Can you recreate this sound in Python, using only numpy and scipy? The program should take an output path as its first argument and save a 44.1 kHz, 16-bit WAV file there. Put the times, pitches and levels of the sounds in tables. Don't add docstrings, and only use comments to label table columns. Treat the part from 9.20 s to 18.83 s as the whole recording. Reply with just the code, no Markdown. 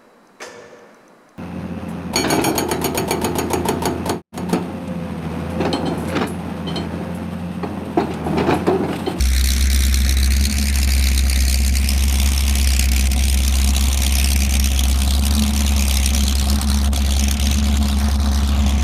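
import sys
import numpy as np
from scipy import signal
from scipy.fft import rfft, irfft, next_fast_len
from scipy.io import wavfile
from scipy.ndimage import uniform_filter1d, map_coordinates

SR = 44100
rng = np.random.default_rng(int(sys.argv[2]) if len(sys.argv) > 2 else 0)


def transcribe(signal):
    frames = np.atleast_2d(signal).T
    limited = np.clip(frames, -1, 1)
    pcm = np.round(limited * 32767).astype(np.int16)
    wavfile.write(sys.argv[1], SR, pcm)


N = 424683
TIME = np.arange(N) / SR

# t/s, firing rate/Hz
FIRING_RATE = [(0.0, 62.64), (0.4, 66.16), (1.09, 66.11), (1.38, 70.3), (1.71, 66.47), (2.28, 65.31),
               (2.6, 67.03), (3.3, 67.95), (3.72, 64.64), (3.9, 65.95), (5.01, 67.14), (5.1, 68.27),
               (5.68, 65.99), (6.24, 71.37), (6.75, 67.29), (7.26, 68.62), (7.43, 70.15), (7.83, 68.05),
               (8.4, 70.13), (9.63, 68.59)]
# t/s, spit level against its neighbours/dB, bubble f/Hz
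WETTEST = [(0.743, 5.1, 4300.0), (0.895, 6.2, 4100.0), (1.255, 6.3, 4200.0), (2.099, 5.1, 4500.0),
           (2.298, 4.6, 4200.0), (2.343, 4.4, 4600.0), (3.475, 4.4, 5200.0), (3.596, 8.7, 6600.0),
           (3.796, 4.6, 2500.0), (4.28, 5.2, 5600.0), (4.566, 4.7, 5800.0), (5.044, 4.5, 5400.0),
           (5.339, 4.4, 4800.0), (5.398, 6.1, 5600.0), (5.594, 6.6, 3200.0), (5.638, 4.9, 6600.0),
           (6.067, 4.6, 2900.0), (6.153, 4.4, 4700.0), (6.712, 4.8, 3300.0), (6.771, 6.0, 5300.0),
           (6.86, 6.9, 5600.0), (7.3, 6.2, 5300.0), (7.415, 6.4, 8000.0), (7.501, 5.4, 4200.0),
           (7.574, 4.3, 5800.0), (7.645, 5.0, 3100.0), (7.762, 5.6, 3400.0), (7.923, 4.5, 3400.0),
           (7.996, 5.6, 6000.0), (8.04, 6.0, 6400.0), (8.083, 7.3, 6000.0), (8.112, 7.4, 6400.0),
           (8.272, 6.0, 5500.0), (8.315, 5.5, 3800.0), (8.57, 5.9, 6800.0), (8.684, 6.5, 4900.0),
           (8.915, 5.6, 4800.0), (9.146, 6.0, 6500.0), (9.465, 4.6, 3500.0), (9.494, 6.5, 3300.0),
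           (9.508, 4.3, 3600.0)]


def amp(db):
    return 10 ** (np.asarray(db) / 20)


def unit(x):
    return x / np.sqrt(np.mean(x ** 2) + 1e-20)


def noise():
    return rng.standard_normal(N)


def curves(rows):
    s, *columns = np.transpose(rows)
    return [np.interp(TIME, s, column) for column in columns]


def wobble(rate):
    return map_coordinates(rng.standard_normal(int(N * rate / SR) + 4), [TIME * rate])


def filtered(x, response):
    size = next_fast_len(N + SR // 2)
    return irfft(rfft(x, size) * response(np.fft.rfftfreq(size, 1 / SR)), size)[:N]


def lowpass(x, corner_hz, order):
    return filtered(x, lambda hz: 1 / (1 + (hz / corner_hz) ** order))


def coloured(x, points):
    f, db = np.transpose(points)
    return unit(filtered(x, lambda hz: amp(np.interp(np.log(hz + 1), np.log(f), db, -120, -120))))


def resonate(x, modes):
    def response(hz):
        return sum(amp(db) * 1j * hz * width / (f * f - hz * hz + 1j * hz * width)
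                   for f, width, db in modes)
    return unit(filtered(x, response))


def crank(start=.545, hunting=.018):
    return start + np.cumsum(curves(FIRING_RATE)[0]) / SR + hunting * wobble(10)


def firing_at(firings, s):
    return np.round(np.interp(s, TIME, firings)).astype(int)


def quickening():
    rate, = curves(FIRING_RATE)
    return rate - rate.mean()


def per_cylinder(count, column):
    # push level/dB, spit level/dB, push lag/firings, spit lag/firings
    cylinders = [(4.9, .4, -.03, -.01), (.9, -.8, .02, .05), (-3.8, .7, .31, .02), (-2.4, 1.2, -.01, -.01),
                 (1.9, .8, -.01, .04), (3.3, 0, -.03, 0), (-3.7, -.4, -.01, .03), (-.9, -4, .27, .01)]
    return np.resize(np.array(cylinders)[:, column], count)


def bob(period_s=1.5, crest_s=5.2, growth_per_s=.12):
    since_crest = TIME - crest_s
    return (1 + growth_per_s * since_crest) * np.cos(2 * np.pi * since_crest / period_s)


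def thump(firings, tone_db=-15.87, db_per_s=-.0639, db_per_hz=-.3, beat_hz=82, beat_db=-29.5):
    # t/s, half length/s, depth/dB
    sags = [(1.31, 0.028, 7), (1.45, 0.092, 2.5), (6.288, 0.089, 2), (6.948, 0.032, 1), (7.402, 0.04, 3.5),
            (8.18, 0.022, 11)]
    sag_db = sum(depth * np.exp(-((TIME - s) / half) ** 2) for s, half, depth in sags)
    level_db = tone_db + db_per_s * TIME + db_per_hz * quickening() - sag_db + .7 * wobble(16)
    tone = amp(level_db) * np.cos(2 * np.pi * firings)
    swell_db = 35 * np.minimum(TIME - 8.85, 0)
    second_tone = amp(beat_db + swell_db) * np.sin(2 * np.pi * beat_hz * TIME)
    return np.sqrt(2) * (tone + second_tone)


def pushes(firings, scatter_db):
    count = int(firings[-1])
    sizes = amp(per_cylinder(count, column=0) + scatter_db * rng.standard_normal(count))
    onsets = np.searchsorted(firings, np.arange(count) + per_cylinder(count, column=2))
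    return np.bincount(onsets, sizes, N + 1)[:N]


def boom(firings, lope_db=-29, churn_db=-34, muffle_hz=330, open_hz=82, db_per_hz=.5, db_per_s=.28):
    # f/Hz, width/Hz, level/dB
    pipe_modes = [(78, 63, -11.3), (179, 26, -19.4), (217.5, 9, -.5), (660, 317, -6.9)]
    # f/Hz, level/dB
    churn_spectrum = [(75, 5), (100, -1.5), (135, -1.5), (165, -5), (215, 7), (255, -3), (330, -8.5),
                      (400, -23)]
    swell = amp(db_per_hz * quickening() + db_per_s * TIME)
    ringing = resonate(pushes(firings, scatter_db=1.2), pipe_modes)
    lope = filtered(ringing, lambda hz: 1 / (1 + (hz / muffle_hz) ** 6) / (1 + (open_hz / (hz + 1)) ** 16))
    churn = coloured(noise(), churn_spectrum)
    return amp(lope_db) * unit(swell * lope) + amp(churn_db) * unit(swell * churn)


def puffs(firings, rise=.081, fall=.17, scatter_db=2.5, dry_db=-17, trail=.39, blur_db=3, blur_s=8.36):
    dry_firings = [.227, .485, .955, 1.091, 1.284, 1.514, 1.661, 3.672, 3.703, 3.948, 4.159, 4.521, 4.76,
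                   5.147, 5.279, 5.383, 5.624, 6.096, 6.321, 6.919, 7.14, 7.372, 7.458, 8.155, 8.184, 8.414]
    count = int(firings[-1]) + 3
    size_db = per_cylinder(count, column=1) + scatter_db * np.clip(rng.standard_normal(count), -2, 1.4)
    wet_s, wet_db, _ = np.transpose(WETTEST)
    size_db[firing_at(firings, wet_s)] = wet_db
    size_db[firing_at(firings, dry_firings)] = dry_db
    index = (firings + .3).astype(int)
    lag = per_cylinder(count, column=3) + .02 * rng.standard_normal(count)
    age = firings - index - lag[index]
    burst = amp(size_db)[index] * np.exp(-.5 * (age / np.where(age < 0, rise, fall)) ** 2)
    spray = trail * amp(.5 * size_db)[firings.astype(int)] * np.exp(-(firings % 1))
    blur = amp(blur_db * np.clip((TIME - blur_s) / .4, 0, 1))
    return np.hypot(burst / np.sqrt(blur), spray * blur)


def gargle(gas, start_db=-46, db_per_s=-2.44, pulsing=.31):
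    # f/Hz, level/dB
    gargle_spectrum = [(250, -17), (340, 0), (400, -3.5), (460, -29)]
    return amp(start_db + db_per_s * TIME) * coloured(gas ** pulsing * noise(), gargle_spectrum)


def squirting(squirt_db=4):
    spectra = signal.stft(noise(), nperseg=256)[2]

    def patches(bins, frames):
        across_pitch = uniform_filter1d(rng.standard_normal(spectra.shape), bins, axis=0)
        return unit(uniform_filter1d(across_pitch, frames, axis=1))
    gain_db = squirt_db * np.tanh(patches(bins=5, frames=5)) + 1.1 * patches(bins=4, frames=50)
    return signal.istft(spectra * amp(gain_db), nperseg=256)[1][:N]


def spit_levels(bob_db=-.65, far_s=5.7, fade_db_per_s=1):
    # t/s, level/dB
    surges = [(0, -30), (.35, -26.5), (1, -29.5), (1.5, -27.5), (2.6, -29), (3.55, -27.5), (4, -29),
              (4.4, -28), (5.05, -26.3), (5.4, -28.5), (5.8, -30), (6.4, -29), (6.85, -26.5), (7.2, -29.5),
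              (7.6, -32), (8.1, -29.5), (8.5, -32), (9, -35.5), (9.63, -34)]
    top_db = -.5 + bob_db * bob() - fade_db_per_s * np.maximum(TIME - far_s, 0)
    return curves(surges)[0], top_db


def spit(gas, hiss_db=1.85, ring_db=-8, ring_hz=2350, ring_width_hz=500, crisp_above_hz=2200):
    # f/Hz, level/dB
    hiss_spectrum = [(500, -24), (1000, -5), (1700, -6), (2300, 1), (3000, -3), (4000, 3), (5000, 0.5),
                     (6300, 3), (7600, -4), (8300, -55), (10000, -44)]
    # f/Hz, level/dB
    fizz_spectrum = [(6500, -71), (7700, -9.5), (8900, -2), (9600, -5), (10400, -9.5), (11300, -7),
                     (13000, -11.5), (15200, -15)]
    level_db, top_db = spit_levels()
    wet = squirting()
    crisp, smeared = unit(gas * wet), unit(gas ** .088 * wet)
    jet = crisp + lowpass(smeared - crisp, crisp_above_hz, order=4)
    hiss = amp(hiss_db) * coloured(jet, hiss_spectrum)
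    fizz = amp(top_db) * coloured(gas ** 1.16 * wet[::-1], fizz_spectrum)
    ring = resonate(gas ** .71 * noise(), [(ring_hz, ring_width_hz, 0)])
    ring *= amp(ring_db + top_db - top_db.max())
    return amp(level_db) * (hiss + fizz + ring)


def pops(firings, gas, pop_db=-4.5, scatter_db=3, wet_db=1):
    # t/s, f/Hz, relative spread
    bubbles = [(0, 4250, 0.092), (2.4, 4304, 0.13), (3.2, 5006, .3), (7, 4515, .3), (9.63, 3814, 0.29)]
    count = int(firings[-1]) + 3
    pitch, size = np.clip(rng.standard_normal((count, 2)).T, -2, 1.5)
    centre_hz, spread = (np.interp(np.arange(count), firings, c) for c in curves(bubbles))
    hz, size_db = centre_hz * np.exp(spread * pitch), scatter_db * size
    wet_s, _, wet_hz = np.transpose(WETTEST)
    wettest = firing_at(firings, wet_s)
    hz[wettest], size_db[wettest] = wet_hz, wet_db
    index = (firings + .3).astype(int)
    phase = 2 * np.pi * np.cumsum(hz[index]) / SR + .5 * wobble(900)
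    envelope = amp(size_db)[index] * gas ** 2 / np.sqrt(1 + gas ** 2)
    return amp(spit_levels()[0] + pop_db) * unit(envelope * np.sin(phase))


def rasp(firings, gas, roar_db=4.5, bark_db=-7, pulsing=.23, db_per_s=.5, bob_db=.26):
    # f/Hz, level/dB
    roar_spectrum = [(200, 12), (340, -9), (410, -15.5), (455, -23.5), (545, -1), (620, -14), (710, 1),
                     (900, -11.5), (1250, -5), (1800, -4), (2600, -8), (3500, -8.5), (4300, -24)]
    # f/Hz, width/Hz, level/dB
    throat_modes = [(604, 40, -9), (716, 71, 13.5), (730, 140, -9)]
    level_db = -39 + db_per_s * TIME + bob_db * bob() + .7 * wobble(20)
    roar = coloured(gas ** pulsing * squirting(squirt_db=7.5), roar_spectrum)
    bark = resonate(unit(pushes(firings, scatter_db=2)) + .8 * noise(), throat_modes)
    return amp(level_db) * (amp(roar_db) * roar + amp(bark_db) * bark)


def over_water(x, path_db=-2.3, mirror_db=-6, ripple_hz=3200, bob_ms=.044):
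    # t/s, lag/ms
    bounce_lag = [(0, 0.54), (2.45, 0.4), (2.9, 0.37), (6.2, 0.29), (9.63, 0.25)]
    lag = (curves(bounce_lag)[0] + bob_ms * bob()) * SR / 1000
    bounce = amp(mirror_db) * filtered(x, lambda hz: 1 / np.sqrt(1 + (hz / ripple_hz) ** 2))
    return amp(path_db) * (x + map_coordinates(bounce, [np.arange(N) - lag], order=1))


def lake(start_db=-35.5, fade_db=-1):
    # f/Hz, level/dB
    shore_spectrum = [(10, 3), (45, 0.5), (100, 6.5), (300, -10.5), (1000, -45), (4000, -60), (15000, -41)]
    level_db = start_db + 2 * wobble(2) + fade_db * TIME / TIME[-1]
    return amp(level_db) * coloured(noise(), shore_spectrum)


def hollow_swells(gas, pulsing=.24):
    # t/s, half length/s, level/dB
    swells = [(1.6, .15, -49), (3.083, 0.37, -43), (4.65, 0.28, -42.5), (6.27, 0.57, -41),
              (7.5, 0.31, -39.5), (9.11, 0.76, -39.5)]
    # f/Hz, level/dB
    hollow_spectrum = [(650, -16), (880, -5), (1200, -6.5), (1550, -20), (2000, -21)]
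    envelope = sum(amp(db) * np.exp(-((TIME - s) / half) ** 4) for s, half, db in swells)
    return envelope * coloured(gas ** pulsing * noise(), hollow_spectrum)


def scene():
    firings = crank()
    gas = puffs(firings)
    exhaust = over_water(spit(gas) + pops(firings, gas) + rasp(firings, gas))
    return (thump(firings) + boom(firings) + gargle(gas) + hollow_swells(gas) + exhaust + lake())[None]


def record(dry, split_hz=900, top_hz=15500):
    # t/s, half length/s, depth/dB
    treble_dips = [(2.515, .012, 6), (3.89, .013, 15), (5.18, .01, 6), (6.007, .013, 8), (7.705, .018, 22),
                   (8.595, .011, 9), (8.978, .011, 9)]
    low = lowpass(dry[0], split_hz, order=4)
    dip_db = sum(depth * np.exp(-((TIME - s) / half) ** 4) for s, half, depth in treble_dips)
    treble = amp(-dip_db) * (dry[0] - low)
    return lowpass(low + treble, top_hz, order=120)[None]


dry = scene()
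out = record(dry)
transcribe(out)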